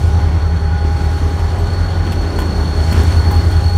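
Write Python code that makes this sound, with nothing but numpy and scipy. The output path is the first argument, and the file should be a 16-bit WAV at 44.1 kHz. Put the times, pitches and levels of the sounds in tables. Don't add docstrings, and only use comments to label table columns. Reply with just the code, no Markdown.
import sys
import numpy as np
from scipy import signal
from scipy.fft import rfft, irfft, next_fast_len
from scipy.io import wavfile
from scipy.ndimage import uniform_filter1d

SR = 44100
rng = np.random.default_rng(int(sys.argv[2]) if len(sys.argv) > 2 else 0)


def dump_mix(stems):
    frames = np.atleast_2d(stems).T
    limited = np.clip(frames, -1, 1)
    pcm = np.round(limited * 32767).astype(np.int16)
    wavfile.write(sys.argv[1], SR, pcm)


def how_loud(loudness_db):
    steps = np.asarray(loudness_db, float) / 20
    return 10 ** steps


N = 166257

# time_s [s], bass_db [dB], mids_db [dB], treble_db [dB], whistle_db [dB]
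LEVELS = [(0.02, -33, -38, -49, -45.5), (0.27, -33, -36, -54.5, -43.5), (0.79, -37, -38, -57.5, -45),
          (1.0, -32.5, -36, -52.5, -40), (1.21, -32.5, -37, -51, -44), (1.43, -32, -36.5, -51.5, -43.5),
          (1.82, -33, -35.5, -53.5, -37.5), (2.13, -31, -36, -53.5, -38.5),
          (2.57, -28, -35.5, -50.5, -35.5), (2.73, -30, -36.5, -50.5, -37), (2.87, -32, -33.5, -46.5, -34),
          (3.0, -33.5, -31, -44.5, -37), (3.15, -29.5, -35.5, -46.5, -33.5), (3.33, -29, -34, -49, -33.5),
          (3.54, -32, -36, -48, -37.5), (3.74, -32.5, -37, -50, -32.5)]
ECHO_GAIN = 0.48


def evened(x):
    return x / np.sqrt(np.mean(abs(x) ** 2, -1, keepdims=True) + 1e-20)


def read(points, hz):
    f, value = np.transpose(points)
    return np.interp(np.log(hz + 1), np.log(f + 1), value)


def curve(table, t, axis=1):
    rows = np.array(table)
    return np.interp(t, rows[:, 0], rows[:, axis])


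def add(mix, s, sound):
    part = mix[round(s * SR):][:len(sound)]
    part += sound[:len(part)]


def fuzzy_tone(hz, width_hz, t):
    size = next_fast_len(N)
    z = rng.standard_normal(size) + 1j * rng.standard_normal(size)
    bell = np.exp(-np.log(4) * (np.fft.fftfreq(size, 1 / SR) / (width_hz / 2)) ** 2)
    return evened(np.fft.ifft(z * bell)[:N]) * np.exp(2j * np.pi * hz * t)


def above(x, hz, order):
    return signal.sosfilt(signal.butter(order, hz, "high", fs=SR, output="sos"), x)


def echo_delay(t):
    time_s = [0, .5, 1, 1.5, 2, 2.5, 3, 3.5, 3.77]
    delay_s = [.0534, .0532, .0512, .048, .0442, .0404, .0372, .0352, .0348]
    return np.interp(t, time_s, delay_s)


def exhaust(t):
    # time_s [s], speed [turns per s]
    crank_speed = [(0, 5.2016), (1, 5.1804), (2, 5.1664), (3, 5.1596), (3.77, 5.1592)]
    # order [multiple of crank speed], level_db [dB]
    order = np.array([8, 9, 10, 12, 13, 14, 15, 16, 17, 18, 19, 21, 23, 24, 30, 32, 33, 78, 79])[:, None]
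    order_db = np.array([-25, -26, -33, -37, -28.5, -37, -17.5, -28, -18, -37, -37, -32, -37, -40, -34.5,
                         -38, -38, -43, -44])[:, None]
    order_slope = [0, -.7, 0, 1, 1.2, 2, 0, -2, 0, -1, 0, 0, 1, 1.5, 0, 1, .5, -1.5, -1.5]
    strong_orders = [8, 9, 10, 13, 15, 16, 17]
    reversed_orders = [8, 10, 13, 16]
    late_orders = [13, 16]
    no_echo = [8]
    inverted_echo = [13]
    # time_s [s], level_db [dB]
    throb = [(0, 2), (.65, -.5), (2.3, -3), (2.7, -2), (3.05, 2), (3.77, 1.5)]
    # time_s [s], level_db [dB]
    gear_level = [(0.02, -38.5), (0.22, -33), (0.34, -41), (0.8, -32.5), (1.5, -36.5), (1.96, -39),
                  (2.3, -37), (2.62, -41.5), (2.85, -37.5), (3.24, -39), (3.33, -26), (3.4, -40),
                  (3.74, -32)]
    crank_start, gear_teeth, throb_from_order = 0.117, 158, 13
    lag_s, slope_pivot_s = 0.002, 2
    waver_db, weak_waver_db, knot_gap_s = 0.7, 3.5, 1 / 3

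    speed = curve(crank_speed, t)
    turns = crank_start + np.cumsum(speed) / SR
    echo_turns = turns - speed * echo_delay(t)

    strong = np.isin(order, strong_orders)
    half_turn = np.pi * np.isin(order, reversed_orders)
    phase_lag = 2 * np.pi * order * speed[0] * lag_s * np.isin(order, late_orders)
    loose_phase = 2 * np.pi * rng.random(order.shape)
    shift = np.where(strong, half_turn - phase_lag, loose_phase)

    knots = np.arange(0, N / SR + 1, knot_gap_s)
    drift = np.array([np.interp(t, knots, row) for row in rng.standard_normal((len(order), len(knots)))])
    waver = np.where(strong, waver_db, weak_waver_db) * drift
    slope = np.outer(order_slope, t - slope_pivot_s)
    throb_swell = (order >= throb_from_order) * curve(throb, t)
    level = how_loud(order_db + waver + slope + throb_swell)

    direct = np.cos(2 * np.pi * order * turns + shift)
    echo_gain = ECHO_GAIN * (1 - np.isin(order, no_echo) - 2 * np.isin(order, inverted_echo))
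    reflected = echo_gain * np.cos(2 * np.pi * order * echo_turns + shift)
    lines = level * (direct + reflected)
    gear = how_loud(curve(gear_level, t)) * np.cos(2 * np.pi * gear_teeth * turns)
    return np.sqrt(2) * (lines.sum(0) + gear)


def rumble(t):
    return np.sqrt(2) * how_loud(-31) * fuzzy_tone(70, width_hz=110, t=t).real


def roar():
    # pitch_hz [Hz], level_db [dB]
    spectrum = [(95, -15.5), (125, -15), (190, -19), (400, -20), (450, -24.5), (760, -23.5), (1100, -27),
                (1750, -30), (2200, -35), (2600, -40), (3300, -38), (4900, -45.5), (5700, -42.5),
                (7500, -51.5), (9500, -53), (10500, -58.5), (15600, -64.5)]
    centres_hz = (268, 1720, 9000)
    roar_db, patch_db, flicker_db = -24, 1, 0.8

    frames, hz = N // 256 + 5, np.fft.rfftfreq(1024, 1 / SR)
    t = np.arange(frames) * 256 / SR
    real, imaginary, patches = rng.standard_normal((frames, 513, 3)).T
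    patches = uniform_filter1d(uniform_filter1d(patches, size=14, axis=0), size=12, axis=1)
    flicker = evened(uniform_filter1d(rng.standard_normal(frames), size=3))

    swell = np.array([curve(LEVELS, t, axis=k) - LEVELS[2][k] for k in (1, 2, 3)])
    share = np.array([read(list(zip(centres_hz, row)), hz) for row in np.eye(3)])
    mean_db = read(spectrum, hz)
    field_db = mean_db[:, None] + patch_db * patches / patches.std()
    field_db = field_db + flicker_db * share[2][:, None] * flicker
    scale = np.sqrt(np.mean(how_loud(2 * mean_db)))
    z = (real + 1j * imaginary) * how_loud(field_db + share.T @ swell) / scale
    noise = signal.istft(z, nperseg=1024, noverlap=768)[1][:N] / 32
    return above(how_loud(roar_db) * noise, 115, order=4)


def whistle(t):
    harmonics_db = [0, -20, -29]
    z = fuzzy_tone(4376, width_hz=200, t=t)
    size, phasor = abs(z), z / abs(z)
    tone = sum(how_loud(db) * size * phasor ** (k + 1) for k, db in enumerate(harmonics_db))
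    return np.sqrt(2) * how_loud(curve(LEVELS, t, axis=4)) * tone.real


def hums(t):
    # pitch_hz [Hz], width_hz [Hz], level_db [dB]
    bands = [(1456, 21, -45.5), (1491, 25, -50.5), (399, 51, -47.5), (160.2, 25, -48.5)]
    swell = how_loud(curve(LEVELS, t, axis=2) - LEVELS[2][2])
    return swell * sum(np.sqrt(2) * how_loud(db) * fuzzy_tone(hz, width, t).real for hz, width, db in bands)


def wall_echo(sound, t):
    dull = signal.lfilter(*signal.butter(1, 1500, fs=SR), sound)
    return ECHO_GAIN * np.interp(t - echo_delay(t), t, dull, left=0)


def ring(modes, t, draw):
    return sum(how_loud(db - 60 * t / t60) * np.sin(2 * np.pi * hz * (1 + 0.035 * (d - .5)) * t)
               for (hz, db, t60), d in zip(modes, draw))


def clacks():
    # start_s [s], grit_db [dB], grit_tilt [dB per octave],
    # knock_db [dB], thud_db [dB], rattle_length_s [s]
    joints = [(0.847, -42, -6, -46, -27.5, 0.019), (1.036, -46, -.5, -31, -55, 0.025),
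              (1.393, -41, -4, -43.5, -43, 0.02), (2.067, -35.5, -6, -25, -24.5, 0.015),
              (2.121, -33, -2, -45, -41, 0.018), (2.242, -43, -4, -46, -42, .012),
              (2.3876, -33.5, 0.5, -14.5, -41, 0.023), (2.417, -34.5, -2, -25, -24.5, 0.01),
              (2.923, -31.5, 0, -21, -29, 0.013), (2.942, -35.5, -5.5, -30, -23, 0.036),
              (2.975, -40, -3, -27, -21, .012), (2.994, -38, -5, -39, -19.5, 0.011),
              (3.033, -39, 7, -47, -39.5, 0.015), (3.099, -36.5, -19, -37, -53, 0.08),
              (3.31, -36, 6, -22, -29.5, 0.021), (3.341, -38, -3, -38.5, -31, 0.01),
              (3.352, -41, -1, -36, -26, 0.041), (3.513, -42, 2, -41, -32, .012)]
    # pitch_hz [Hz], level_db [dB per Hz]
    grit_spectrum = [(880, -46), (1500, -12.5), (2310, -9.5), (3190, -7), (3880, -15.5), (6020, -18),
                     (11600, -19), (15600, -21)]
    # pitch_hz [Hz], level_db [dB], t60_s [s]
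    knock_modes = [(910, 4.5, 0.0098), (710, -22, 0.033), (1014, -10, 0.14), (1470, -10, 0.045),
                   (1790, -14, 0.053), (2000, -12, 0.031), (3250, -19, .012), (3350, -16, 0.04)]
    # pitch_hz [Hz], level_db [dB], t60_s [s]
    thud_modes = [(186, -8, 0.079), (226, -3, 0.087), (248, 6, 0.058), (285, 6.5, 0.083), (334, -4, 0.12),
                  (362, 3, 0.08)]
    ticks_per_s, spread_db, tilt_pivot_hz = 3200, 4, 8000
    tail_s, tail_db, push_s = 0.04, -9, 0.0053
    strike = 40
    snap = 4.4

    t, out = np.arange(SR // 4) / SR, np.zeros(N)
    hz = np.fft.rfftfreq(len(t), 1 / SR)
    for s, grit_db, tilt_db, knock_db, thud_db, length in joints:
        hit, size = rng.random(len(t)), rng.exponential(1, len(t))
        hiss, shake = rng.standard_normal((2, len(t)))
        draw = rng.random(len(knock_modes) + len(thud_modes))

        ticks = (hit < ticks_per_s / SR) * np.sign(hiss) * how_loud(spread_db * np.minimum(size, 4))
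        ticks[strike] = snap * how_loud(spread_db)
        rattle = evened(ticks) * np.exp(-(t / length) ** 4)
        tail = how_loud(tail_db) * np.exp(-t / tail_s) * hiss
        colour_db = read(grit_spectrum, hz) + tilt_db * np.log2((hz + 1) / tilt_pivot_hz)
        colour = how_loud(colour_db) * (hz > grit_spectrum[0][0])
        colour = colour / np.sqrt(np.mean(colour ** 2))
        grit = irfft(rfft(rattle + tail) * colour, len(t))

        blows = 0.13 * rattle * np.sqrt(1 / (length * SR))
        blows[strike] += 1
        knock = signal.fftconvolve(blows, ring(knock_modes, t, draw))[:len(t)]

        push = shake * np.exp(-t / push_s) / np.sqrt(push_s * SR)
        thud = signal.fftconvolve(push, ring(thud_modes, t, draw[len(knock_modes):]))[:len(t)]
        add(out, s, how_loud(grit_db) * grit + how_loud(knock_db) * knock + how_loud(thud_db) * thud)
    return out


def squeaks():
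    # start_s [s], length_s [s], level_db [dB]
    squeak_times = [(0.957, .035, -62), (1.577, 0.039, -52)]
    # pitch_hz [Hz], level_db [dB]
    partials = [(8000, 4), (12950, 1), (14900, -10)]
    out = np.zeros(N)
    for s, length, level_db in squeak_times:
        t = np.arange(0, length, 1 / SR)
        tone = sum(how_loud(db) * np.sin(2 * np.pi * hz * t) for hz, db in partials)
        add(out, s, how_loud(level_db) * np.sqrt(np.sin(np.pi * t / length)) * tone)
    return out


def scene():
    t = np.arange(N) / SR
    noisy = rumble(t) + roar() + hums(t) + clacks()
    return (exhaust(t) + noisy + wall_echo(noisy, t) + whistle(t) + squeaks())[None]


def top_cut(x):
    return signal.sosfilt(signal.butter(12, 15710, fs=SR, output="sos"), x)


def record(dry):
    bass_cut = above(dry, 34, order=3)
    band_limit = signal.firwin(511, 15720, window=("kaiser", 9), fs=SR)[None]
    mix = signal.oaconvolve(bass_cut, band_limit, "same")
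    return top_cut(mix)


dry = scene()
out = record(dry)
dump_mix(out)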